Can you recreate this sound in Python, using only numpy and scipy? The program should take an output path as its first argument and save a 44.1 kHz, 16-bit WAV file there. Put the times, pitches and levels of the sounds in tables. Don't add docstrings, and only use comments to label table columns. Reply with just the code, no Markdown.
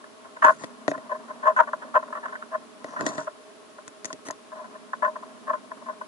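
import sys
import numpy as np
from scipy import signal
from scipy.fft import rfft, irfft, next_fast_len
from scipy.io import wavfile

SR = 44100
rng = np.random.default_rng(int(sys.argv[2]) if len(sys.argv) > 2 else 0)


def unload_wav(signal):
    wavfile.write(
        sys.argv[1],
        SR,
        np.round(np.clip(np.atleast_2d(signal).T, -1, 1) * 32767).astype(np.int16),
    )


N = 267687
TIME = np.arange(N) / SR

# main_slip_s, runup_s (before the slip), length_s, level_db (middle modes),
# tilt_db (added to the high modes, taken from the low ones)
RUBS = [(0.041, 0, .005, -42, 2.5), (0.246, 0, .022, -47, 0), (0.367, 0, 0.0057, -37, 1),
        (0.425, 0.0044, .017, -20, 4), (0.444, 0, 0.02, -13, 4), (0.465, 0.017, 0.044, -14.5, 1),
        (0.934, 0.0038, 0.024, -35, 0), (1.115, 0.02, 0.016, -26, -3.5), (1.146, 0.00053, 0.021, -37, -3.5),
        (1.299, 0.016, .02, -36, -1.5), (1.457, .028, 0.014, -21, -2.5), (1.47, 0.00092, 0.042, -17, -2),
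        (1.565, 0.0014, 0.026, -23, 5.5), (1.59, 0, .026, -13.5, 0.5), (1.633, 0, 0.0072, -37, 6.5),
        (1.674, 0.0002, 0.023, -34.5, 0), (1.733, 0, 0.0092, -23, -0.5), (1.82, 0.002, 0.021, -41, 5.5),
        (1.954, .012, .025, -15.5, -1), (2.027, 0, .012, -35, -1), (2.08, 0, .008, -41, -3.5),
        (2.104, 0, .007, -41, -4), (2.127, 0, 0.0096, -32, 2), (2.153, 0.0043, .036, -35.5, 1.5),
        (2.258, 0.027, 0.0083, -29.5, 2.5), (2.283, 0, .024, -44.5, 4), (2.325, 0.0037, 0.026, -39.5, 2.5),
        (2.355, 0.0019, 0.0076, -41, 10.5), (2.426, 0.0049, 0.0044, -42, 11.5),
        (2.541, 0.025, 0.018, -27, -3.5), (2.965, 0.0037, 0.033, -37.5, 4),
        (2.995, 0.0037, .03, -35.5, -0.5), (3.186, 0.011, 0.031, -36, -2), (3.272, 0, .012, -31, -3),
        (3.785, 0.0015, 0.0065, -41, -0.5), (4.104, 0, 0.0057, -34.5, -0.5), (4.303, 0, .005, -29.5, -2.5),
        (4.519, 0, 0.023, -39.5, -4), (4.555, 0, 0.029, -45, -3), (4.591, 0.0043, 0.028, -41.5, -6.5),
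        (4.642, 0, 0.023, -43, -2), (4.744, 0, 0.022, -42.5, -2.5), (4.934, 0, 0.0056, -26.5, 7),
        (5.025, 0.0032, .02, -20.5, -2), (5.048, 0, .02, -21, 1.5), (5.072, 0.0048, 0.026, -29.5, -5),
        (5.158, 0.003, .01, -32, -2), (5.228, 0.0039, 0.014, -38, -1.5), (5.497, 0.025, 0.019, -22, -2),
        (5.535, 0.0077, 0.025, -27, -1), (5.717, 0.0075, 0.009, -33, -1.5), (5.817, 0, .012, -45, -8),
        (5.887, 0.028, .025, -30.5, -3), (6.013, 0, .008, -30.5, 0.5)]
# time_s, outer_modes_db (low and high modes against the middle ones)
CONTACT = [(0, 0.5), (1.6, -1), (3.2, 3.5), (4.9, -2), (6.07, -3)]
# start_s, level_db (upper modes), hardness_db (of the contact)
KNOCKS = [(0.4477, -31, -1.5), (0.637, -37.5, -4.5), (0.643, -40.5, 1), (0.88, -24.5, -8.5),
          (0.915, -33.5, -14), (0.979, -45, -10.5), (2.844, -38.5, -7), (3.009, -32, -3.5),
          (3.065, -26.5, 4.5), (3.181, -34.5, -7), (3.879, -44.5, 8.5), (4.046, -39.5, 11),
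          (4.055, -41.5, 17), (4.129, -41, 9), (4.286, -38.5, 2), (4.309, -42.5, 12)]
# start_s, length_s, rumble_db (thud modes), hiss_db (reference for the treble)
SCRAPES = [(0.409, 0.18, -49.5, -53), (0.584, 0.09, -53, -53), (0.886, 0.035, -38, -47.5),
           (0.921, 0.07, -49, -67), (2.853, 0.15, -57, -59.5), (2.985, 0.1, -38.5, -54),
           (3.051, 0.065, -38, -41), (3.105, 0.17, -47.5, -50.5), (4.055, 0.077, -59, -57.5),
           (4.133, 0.031, -47, -75), (4.251, 0.047, -47.5, -47.5)]
# pitch_hz, width_hz, level_db (relative), left_minus_right_db, left_lead_rad
BODY_MODES = [(165, 45, -12, -15, 1.5), (198, 61, -2, -4.5, -3), (287, 33, 4, 6, 0.5),
              (395, 100, -6, -40, 1), (625, 46.5, 0, -0.5, 0.48), (942, 28, -5.5, 27, 1.5),
              (1043.6, 88, 3, 8, 0.52), (1120, 88, -12.5, 19, -0.1), (1165.3, 28, -9.5, 0.5, 4),
              (1309, 225, 0.5, -1, -2.5), (1350, 62, -20.5, 12.5, -7), (1492.5, 80, 2, -54, 4.5),
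              (1552, 172, -1.5, -3, -1.5), (1760, 120, -6, 7.5, -2.0), (1896, 80, 8, 7, -3),
              (2130, 28, -36, -23, 0), (2589, 30, 0.5, -37, 0.5), (2980, 910, -7, -29, -3.5),
              (3530, 140, 1, -1.5, 5.5), (3750, 550, -18.5, -2.5, -1.5), (4600, 2200, 1, 46.5, 1.4),
              (6100, 480, 6, -5, 4), (6970, 600, 5.5, 5.5, 1.5), (8270, 2200, -7.5, 5, 6.5),
              (9000, 2500, -5, 23, 5.5)]
# time_s, rumble_db, creep_db (reference for the creeping contact)
UNREST = [(0.0, -63.5, -57.5), (0.64, -52.5, -52), (1.59, -51.5, -48), (2.25, -52.5, -47.5),
          (2.76, -54.5, -56), (3.08, -47, -34.5), (3.29, -74, -58), (3.77, -64.5, -68), (4.402, -60.5, -75),
          (4.6, -54.5, -43.5), (4.899, -53, -58), (5.09, -51, -51.5), (6.07, -53.5, -55)]
# (per Hz, relative)
AIR_SPECTRUM = [(25, -36), (60, -20), (100, -10), (160, -7.5), (250, 6.5), (480, 1), (800, -0.5),
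                (1500, -3.5), (2200, -8.5), (3200, -9), (5000, -12.5), (8000, -15.5), (11000, -19)]
# pitch_hz, half_width_hz (to half amplitude), level_db (rms), left_minus_right_db
SOFT_BANDS = [(419.7, 14, -58, -10), (628.3, 20, -57, -1), (1083, 40, -60, 21), (1280, 90, -66.5, -11),
              (10210, 370, -70, 17)]

# (from Hz, to Hz)
THUD, LOW, MIDDLE, HIGH, UPPER = (150, 520), (555, 710), (900, 1180), (1220, 1800), (850, 2100)
RASP, GRIT, TICK, HISS = (1800, 3400), (2000, 4900), (4000, 10600), (5600, 7800)


def rubs(lead_s=0.002, jolt=0.96, jolt_s=0.023, swell_db=9, runup_db=-9.5, trail_db=-21, trail_s=0.024):
    out = np.zeros((2, N))
    for slip_s, runup, length, level_db, tilt_db in RUBS:
        start = slip_s - lead_s
        outer_db = np.interp(start, *np.transpose(CONTACT))
        if runup > 0:
            force = stroke(runup)
            force = force * undb(np.linspace(-swell_db, 0, len(force)))
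            add(out, start - runup, rub(force, level_db + runup_db, tilt_db, 0, outer_db))
        slip_jolt = jolt * min(1, jolt_s / length)
        add(out, start, rub(stroke(length), level_db, tilt_db, slip_jolt, outer_db))
        add(out, start + length, rub(stroke(trail_s), level_db + trail_db, tilt_db, 0, outer_db))
    return out


def rub(force, level_db, tilt_db, jolt, outer_db, firm_db=-17, light_spread=0.068, bite=0.94):
    t, length = TIME[:len(force)], len(force) / SR
    push = slips(force, rate=830, scatter_db=0.0)
    push[0] += jolt
    rough = unit(push)
    outer_db = level_db + outer_db + light_spread * (firm_db - level_db)
    high_db = outer_db - 3.5 + tilt_db
    # group, level dB, squeak's share of the push, fade of the push as pressure eases (dB per s)
    voices = (
        (LOW, outer_db - 6 - tilt_db, 0.8, 30),
        (MIDDLE, level_db, 0.8, 147),
        (HIGH, high_db, 0.5, 172))
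    sound = 0
    for group, db, share, ease in voices:
        tone = unit(squeak(force, group))
        blend = np.sqrt(share) * tone + np.sqrt(1 - share) * 9 * rough
        sound = sound + ring(blend * undb(-ease * t), group, db, length)
    grit = slips(force * undb(-180 * t), rate=2200, scatter_db=2.5)
    grit_db = firm_db + bite * (high_db - firm_db)
    sound = sound + ring(grit, RASP, grit_db - 22, length)
    return sound + ring(grit, TICK, grit_db - 33, length)


def squeak(force, group, detune=0.013, wander_hz=8):
    centres, _, dbs = np.transpose(modes_of(group))[:3]
    odds = undb(2 * dbs)
    hz = rng.choice(centres, p=odds / odds.sum()) * (1 + detune * rng.standard_normal())
    drift = np.cumsum(rng.standard_normal(len(force))) * np.sqrt(2 * np.pi * wander_hz / SR)
    return force * np.sin(2 * np.pi * hz * TIME[:len(force)] + drift)


def stroke(length, skew=0.46, fullness=0.086, stutter_db=4.0, stutter_rate=230):
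    where = np.linspace(0, 1, max(int(length * SR), SR // 400))
    catches = np.clip(rng.standard_normal(int(length * stutter_rate) + 2), -1.5, 1.5)
    stutter = np.interp(where, np.linspace(0, 1, len(catches)), catches)
    swell = np.abs(np.sin(np.pi * where ** skew)) ** fullness
    return swell * undb(stutter_db * stutter)


def slips(force, rate, scatter_db):
    count = int(len(force) / SR * rate) + 3
    when = ((np.arange(count) + rng.random(count)) / count * len(force)).astype(int)
    sizes = undb(scatter_db * rng.standard_normal(count))
    push = np.zeros(len(force))
    np.add.at(push, when, rng.choice([-1, 1], count) * sizes)
    return push * force


def knocks(crack_s=0.0038, chatter=0.1, length=0.013):
    out = np.zeros((2, N))
    t = TIME[:SR // 50]
    for start, level_db, hard_db in KNOCKS:
        thud_db = level_db - 2.5 - 0.12 * hard_db
        low_db = level_db - 0.5 - 0.52 * hard_db
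        tick_db = level_db - 7.5 + hard_db
        grit_db = (level_db + tick_db) / 2 - 6
        blow = 1. * (t == 0)
        rattle = chatter * rng.standard_normal(len(t)) * np.exp(-t / crack_s)
        for group, db in ((THUD, thud_db), (LOW, low_db), (UPPER, level_db)):
            add(out, start, ring(blow + 0.36 * rattle, group, db, length))
        for group, db in ((GRIT, grit_db), (TICK, tick_db)):
            add(out, start, ring(blow + rattle, group, db, length))
    return out


def scrapes(fade_db=8):
    out = np.zeros((2, N))
    for start, length, rumble_db, hiss_db in SCRAPES:
        force = stroke(length, skew=0.99, fullness=0.6, stutter_db=3.0)
        fade = undb(np.linspace(0, -fade_db, len(force)))
        push = slips(force * fade, rate=4000, scatter_db=3.0)
        levels = (
            (THUD, rumble_db), (LOW, rumble_db - 6),
            (UPPER, hiss_db + 2), (RASP, hiss_db - 6),
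            (TICK, hiss_db - 1), (HISS, hiss_db - 11))
        for group, db in levels:
            add(out, start, ring(push, group, db, length))
    return out


def fidgets(patchy_db=3.5, rate=45):
    times, _, creep_db = np.transpose(UNREST)
    steps = np.arange(0, TIME[-1] + 1, 1 / rate)
    patches = np.interp(TIME, steps, rng.standard_normal(len(steps)))
    push = rng.standard_normal(N) * undb(patchy_db * patches)
    creep = 0
    for group, db in ((LOW, -4), (MIDDLE, -2), (HIGH, -6)):
        body = response(group, vary_db=0, vary_rad=0)
        creep = creep + undb(db) * unit(signal.fftconvolve(push[None], body, axes=1)[:, :N])
    return creep * undb(np.interp(TIME, times, creep_db))


def modes_of(group):
    return [mode for mode in BODY_MODES if group[0] <= mode[0] < group[1]]


def response(group, vary_db=0.96, vary_rad=0.36, vary_hz=3000):
    t = TIME[:SR // 12]
    out = np.zeros((2, len(t)))
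    for hz, width, db, pan_db, lead in modes_of(group):
        spread = .5 + hz / vary_hz
        phase = np.array([[lead], [-lead]]) / 2 + vary_rad * spread * rng.standard_normal((2, 1))
        gain = undb(db + vary_db * rng.standard_normal((2, 1))) * sides(pan_db)
        decay = width * np.exp(-np.pi * width * t)
        out += gain * decay * np.sin(2 * np.pi * hz * t + phase)
    edges = [group[0] * 0.78, group[1] * 1.03]
    return signal.sosfilt(signal.butter(3, edges, "band", fs=SR, output="sos"), out)


def ring(push, group, db, length):
    sound = signal.fftconvolve(push[None], response(group), axes=1)
    return sound * undb(db) * np.sqrt(2 * length * SR / np.sum(sound ** 2))


def background():
    return open_air() + rumble() + soft_bands()


def open_air(level_db=-51):
    points, dbs = np.transpose(AIR_SPECTRUM)
    return wide(lambda hz: undb(np.interp(np.log(hz), np.log(points), dbs))) * undb(level_db)


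def rumble(centre_hz=238, pan_db=-4):
    times, level_db, _ = np.transpose(UNREST)
    swell = undb(np.interp(TIME, times, level_db))
    band = wide(lambda hz: 1 / (1 + (np.log(hz / centre_hz) / 0.13) ** 2))
    return band * swell * sides(pan_db)


def soft_bands():
    out = 0
    for centre, width, db, pan_db in SOFT_BANDS:
        band = noise(lambda hz: 1 / (1 + ((hz - centre) / width) ** 2))
        out = out + band * undb(db) * sides(pan_db)
    return out


def wide(gain_at, shared=0.081):
    common = noise(gain_at)
    return unit(np.array([shared * common + noise(gain_at) for _ in range(2)]))


def noise(gain_at):
    size = next_fast_len(N)
    hz = np.arange(size // 2 + 1) * SR / size + 1
    return unit(irfft(rfft(rng.standard_normal(size)) * gain_at(hz), size)[:N])


def undb(db):
    return 10 ** (np.asarray(db) / 20)


def unit(x):
    return x / np.sqrt(np.mean(x ** 2))


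def sides(pan_db):
    return unit(undb(np.array([[pan_db], [-pan_db]]) / 2))


def add(out, start, sound):
    i = int(start * SR)
    out[:, i:i + sound.shape[1]] += sound[:, :N - i]


def scene():
    return rubs() + knocks() + scrapes() + fidgets() + background()


def record(dry, bass_hz=62, top_hz=11050):
    clipped = np.clip(dry, -1, 1)
    thin = signal.sosfilt(signal.butter(2, bass_hz, "high", fs=SR, output="sos"), clipped)
    return signal.sosfilt(signal.ellip(10, .2, 70, top_hz, fs=SR, output="sos"), thin)


dry = scene()
out = record(dry)
unload_wav(out)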